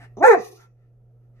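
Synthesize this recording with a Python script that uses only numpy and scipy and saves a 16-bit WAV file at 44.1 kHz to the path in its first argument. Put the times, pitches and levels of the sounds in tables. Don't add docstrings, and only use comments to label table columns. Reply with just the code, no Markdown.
import sys
import numpy as np
from scipy import signal
from scipy.fft import rfft, irfft, next_fast_len
from scipy.io import wavfile
from scipy.ndimage import uniform_filter1d, minimum_filter1d, map_coordinates

SR = 44100
rng = np.random.default_rng(int(sys.argv[2]) if len(sys.argv) > 2 else 0)


def dump_mix(stems):
    frames = np.atleast_2d(stems).T
    limited = np.clip(frames, -1, 1)
    pcm = np.round(limited * 32767).astype(np.int16)
    wavfile.write(sys.argv[1], SR, pcm)


N = 61739
TOP_HZ = 15620
RIGHT_LAG_S = 0.00013

# time in seconds, opening from 0 (shut) to 1 (open).
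MOUTH = [(.223, 0), (.227, 1), (.335, 1), (.355, .5), (.4, .2)]


def amp(db):
    return 10 ** (np.asarray(db) / 20)


def unit(x):
    return x / np.sqrt(np.mean(x ** 2) + 1e-20)


def along(points, hz):
    f, values = np.transpose(points)
    return np.interp(np.log(hz + 1), np.log(f + 1), values)


def curves(rows):
    seconds, *columns = np.transpose(rows)
    return [np.interp(np.arange(N) / SR, seconds, column) for column in columns]


def wobble(rate):
    knots = rng.standard_normal(int(N * rate / SR) + 4)
    return map_coordinates(knots, [np.arange(N) * rate / SR])


def filtered(x, response):
    size = next_fast_len(N + SR // 2)
    spectrum = rfft(x, size) * response(np.fft.rfftfreq(size, 1 / SR))
    return irfft(spectrum, size)[..., :N]


def noise(spectrum):
    def colour(hz):
        low_cut = np.minimum(1, hz / spectrum[0][0]) ** 4
        return amp(along(spectrum, hz)) * low_cut
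    return unit(filtered(rng.standard_normal(N), colour))


def background():
    # frequency in Hz, relative level in dB.
    air_colour = [(22, 0), (45, -1), (70, -8), (110, -10), (160, -13), (200, -11), (280, -18), (460, -12),
                  (600, -18), (740, -23), (850, -30), (1150, -38), (1320, -29), (1500, -39), (2500, -46),
                  (4000, -53), (9000, -55), (12500, -48), (15500, -57)]
    # frequency in Hz, correlation from 0 to 1.
    alike = [(30, .8), (200, .95), (1000, .8), (4000, .4), (12000, .2)]
    hum_hz, hum_db, sixth_db = 119.8, -47, -32
    air_db = -57.5

    t = np.arange(N) / SR - np.array([[0], [RIGHT_LAG_S]])
    fundamental = np.sin(2 * np.pi * hum_hz * t)
    sixth = amp(sixth_db) * np.sin(12 * np.pi * hum_hz * t)
    hum = np.sqrt(2) * amp(hum_db) * (fundamental + sixth)

    def mid_side(hz):
        angle = np.arccos(np.clip(along(alike, hz), -1, 1)) / 2
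        return np.array([np.cos(angle), np.sin(angle)])
    mid, side = filtered(np.array([noise(air_colour), noise(air_colour)]), mid_side)
    return hum + amp(air_db) * np.array([mid + side, mid - side])


def pants():
    # start, peak and end in seconds, level in dB at the peak before flutter.
    breaths = [(-.05, .045, 0.062, -50), (.54, .63, 0.68, -49.5), (.72, .82, 0.93, -74.5),
               (1.04, 1.11, 0.94, -75.5), (1.19, 1.24, 1.293, -79.5), (1.32, 1.39, 1.45, -71.5)]
    # frequency in Hz, relative level in dB.
    before = [(180, -23), (300, -5), (437, -20), (750, 0), (991, -14.5), (1850, -2), (2560, -17),
              (2780, -11.5), (3120, -25), (6200, -28), (7420, -33), (8600, -29.5), (15000, -43)]
    # frequency in Hz, relative level in dB.
    whistling = [(410, -62), (700, -14), (786, -10), (1180, -21), (1350, 2), (1510, -16), (2190, -15.5),
                 (2940, -43.5), (3140, -22.5), (5170, -46), (5880, -33), (6350, -35), (15000, -42)]
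    # frequency in Hz, relative level in dB.
    faint = [(700, -17), (1100, -10), (1320, 6), (1550, -12), (1900, 3), (2200, -9), (2650, -6),
             (3000, -17), (6000, -19), (15000, -48.5)]
    colours = [before, whistling, faint]

    t, out = np.arange(N) / SR, np.zeros(N)
    for k, (start, top, end, db) in enumerate(breaths):
        swell = np.sin(np.pi / 2 * np.interp(t, [start, top, end], [0, 1, 0])) ** 2
        level = amp(db + 1.3 * wobble(45))
        out += level * swell * noise(colours[min(k, 2)])
    return out


def folds(pitch):
    jitter = .004
    hz, = curves(pitch)
    phase = 2 * np.pi * np.cumsum(hz * (1 + jitter * wobble(120))) / SR
    return hz, phase


def voice(rows, hz, phase):
    # frequency in Hz, gain in dB.
    throat_open = [(120, -14), (250, -10.5), (480, -1), (620, 0), (820, -3), (1050, -12), (1400, -12),
                   (1800, -11), (2100, -17), (2500, -26.5), (3000, -53), (3900, -37.5), (4700, -49),
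                   (6500, -41.5), (15500, -80)]
    # frequency in Hz, gain in dB.
    throat_shut = [(120, -13.5), (350, 0), (700, -5), (1200, -20.5), (1500, -46.5), (2300, -39.5),
                   (3500, -70), (15500, -90)]
    shimmer_db = 1

    db, odd_db, upper_db = curves(rows)
    mouth, = curves(MOUTH)
    live = db > db.min()
    k = np.arange(1, 41)[:, None]
    f, opening = k * hz[live], mouth[live]
    throat_db = opening * along(throat_open, f) + (1 - opening) * along(throat_shut, f)
    source_db = odd_db[live] * (k % 2) + upper_db[live] * (k > 1)
    gains = amp(throat_db + source_db) * (f < TOP_HZ)
    harmonics = np.sin(k * phase[live] + np.pi * k * k / 4)
    tone = np.zeros(N)
    tone[live] = np.sum(gains * harmonics, axis=0)
    return amp(db + shimmer_db * wobble(90)) * tone


def rasp(phase):
    # time in seconds, level in dB for the mouth, level in dB for the nose,
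    # both before flutter, jaw opening and colour.
    rush = [(.167, -80, -90.5), (.170, -60, -43.5), (.195, -60, -46.5), (.221, -33, -55.5), (.228, 0, -71),
            (.245, 3.5, -70), (.265, 7, -70), (.285, 2.5, -70), (.335, -7, -69), (.35, -16.5, -73),
            (.38, -27, -65), (.42, -61.5, -94)]
    # frequency in Hz, gain in dB.
    mouth_colour = [(200, -56.5), (400, -30), (800, -15), (1100, -15), (1600, -15.5), (2300, -19),
                    (2700, -29.5), (3000, -60), (3500, -43.5), (3900, -36), (4600, -62), (5200, -40),
                    (5700, -44.5), (6500, -29), (7500, -42.5), (8500, -38), (10000, -43.5), (12500, -37.5),
                    (14500, -68), (15500, -83)]
    # frequency in Hz, gain in dB.
    nose_colour = [(300, -10.5), (1200, -7.5), (1500, -40.5), (2300, -30), (2800, -13.5), (3800, -10),
                   (4800, -40.5), (5500, -6), (6100, 2.5), (6700, -8.5), (7200, -40.5), (8700, -24),
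                   (15500, -51)]

    mouth, = curves(MOUTH)
    open_db, shut_db = curves(rush) + 3.7 * wobble(70)
    gate = (1.2 + np.cos(phase)) ** 3
    air = unit(gate * rng.standard_normal(N))
    by_mouth = filtered(mouth * amp(open_db) * air, lambda hz: amp(along(mouth_colour, hz)))
    by_nose = filtered((1 - mouth) * amp(shut_db) * air, lambda hz: amp(along(nose_colour, hz)))
    return by_mouth + by_nose


def bark():
    # time in seconds, level in dB, boost of the odd harmonics in dB,
    # boost of all harmonics above the first in dB.
    rising = [(.166, -70.5, 0.5, -5), (.171, -32, -5, -2.5), (.198, -36.5, 2.5, -5), (.212, -19.5, -2, 3.5),
              (.232, -9.5, 0, 5), (.244, 4, -25.5, 1.5), (.264, 1.5, -28, 0), (.276, -24, -23, -1),
              (.29, -70.5, -28, -4.5)]
    # time in seconds, level in dB, boost of the odd harmonics in dB,
    # boost of all harmonics above the first in dB.
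    falling = [(.228, -71, -1.5, -27.5), (.24, -4.5, 1.5, -25.5), (.264, 1, -0.5, -25), (.28, 7, 2, -5.5),
               (.3, 3.5, 2, -1), (.324, -1.5, 0.5, -4), (.35, -4.5, -0.5, 3), (.362, -16.5, -6, -10),
               (.38, -24, 1.5, -13), (.402, -26, 1.5, -3), (.42, -72, 17.5, -18)]
    # time in seconds, frequency in Hz before jitter.
    rising_hz = [(.166, 165), (.186, 218), (.198, 254), (.212, 312), (.232, 385), (.246, 425), (.258, 440),
                 (.272, 458), (.29, 470)]
    # time in seconds, frequency in Hz before jitter.
    falling_hz = [(.226, 548), (.262, 520), (.283, 500), (.3, 460), (.324, 411), (.35, 350), (.368, 286),
                  (.402, 185), (.42, 160)]
    sum_tone_db = -11.5

    up_hz, up = folds(rising_hz)
    down_hz, down = folds(falling_hz)
    both_db = curves(rising)[0] + curves(falling)[0] + sum_tone_db
    sum_tone = amp(both_db) * np.sin(2 * up + down)
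    return voice(rising, up_hz, up) + voice(falling, down_hz, down) + sum_tone + rasp(up)


def nose_hiss():
    # time in seconds, low hiss in dB, high hiss in dB, both before flutter.
    strength = [(0.34, -61, -54), (0.346, -58, -67.5), (0.38, -45.5, -64), (0.424, -45, -49.5),
                (0.506, -54, -53), (0.582, -58.5, -67), (0.614, -58, -64), (0.7, -99, -109)]
    # frequency in Hz, relative level in dB.
    low_colour = [(1470, -39), (2500, -13), (3070, -17), (3140, -27.5), (3380, -13), (5010, -11),
                  (6360, -6.5), (8000, -34), (10400, -51), (17600, -120)]
    # frequency in Hz, relative level in dB.
    high_colour = [(4820, -37), (8200, -12), (11900, -0.5), (13400, -8), (14800, -21.5), (15500, -41)]

    low_db, high_db = curves(strength) + 3.5 * wobble(58)
    fade_in = np.clip((np.arange(N) / SR - strength[0][0]) / .03, 0, 1)
    return fade_in * (amp(low_db) * noise(low_colour) + amp(high_db) * noise(high_colour))


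def room(x):
    # delay in ms left, gain as a factor left, delay in ms right, gain as a factor right.
    walls = [(1.019, 0.35, 1.9, -0.2), (3.68, -0.44, 4.6, 0.64), (7.409, 0.52, 9.3, -.4),
             (12.11, -0.71, 11.2, 0.19), (17.534, 0.46, 19, -0.026), (24.34, 0.19, 16, -0.36),
             (33.6, -0.23, 31, 0.16)]
    # frequency in Hz, time to fall by 60 dB in seconds, relative level in dB.
    decay = [(200, .28, -9), (306.7, 0.66, -6), (400, .34, 2), (474, 0.41, -3.5), (577.8, 0.14, -13),
             (725, .4, 3), (910, 0.2, -7), (1142, 0.42, 2.5), (1500, 0.16, -8), (1903, .32, 5.5),
             (2230, .25, -9), (2510, 0.44, 5.5), (3040, .2, -7), (6000, 0.37, -2.5), (14000, .1, -9)]
    tail_db, tail_start_s = -7, .02

    left_ms, left_gain, right_ms, right_gain = np.transpose(walls)

    def echo(hz, ms, gain):
        return np.exp(-2j * np.pi * hz[:, None] * ms / 1000) @ gain

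    def early(hz):
        left = 1 + echo(hz, left_ms, left_gain)
        right = np.exp(-2j * np.pi * hz * RIGHT_LAG_S) + echo(hz, right_ms, right_gain)
        return np.array([left, right])
    near = filtered(x, early)

    hz, t, grains = signal.stft(rng.standard_normal((2, SR // 2)), SR, nperseg=512)
    t60, colour_db = (along(np.array(decay)[:, [0, column]], hz)[:, None] for column in (1, 2))
    dying = grains * amp(colour_db - 60 * t / t60)
    tail = signal.istft(dying, SR, nperseg=512)[1] * np.sqrt(20 / SR)
    late = np.pad(x, (round(tail_start_s * SR), 0))[None]
    return near + amp(tail_db) * signal.fftconvolve(late, tail, axes=1)[:, :N]


def scene():
    left_db = -1.17
    dog = bark() + pants() + nose_hiss()
    return (room(dog) + background()) * amp([[left_db], [0]])


def record(dry):
    duck_from_db, duck_share, duck_window_s = -15.5, 0.51, 0.071
    recover_db_per_s, ceiling = 5.5, 0.97

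    power = uniform_filter1d(np.mean(dry ** 2, axis=0), round(duck_window_s * SR))
    level_db = 10 * np.log10(np.abs(power) + 1e-12)
    wanted_db = duck_share * np.maximum(level_db - duck_from_db, 0)
    creep_db = recover_db_per_s * np.arange(N) / SR
    duck_db = np.maximum.accumulate(wanted_db + creep_db) - creep_db
    ducked = dry * amp(-duck_db)

    need = np.minimum(1, ceiling / (np.abs(ducked).max(axis=0) + 1e-9))
    limit = uniform_filter1d(minimum_filter1d(need, size=441), size=221)
    return filtered(ducked * limit, lambda hz: hz < TOP_HZ)


dry = scene()
out = record(dry)
dump_mix(out)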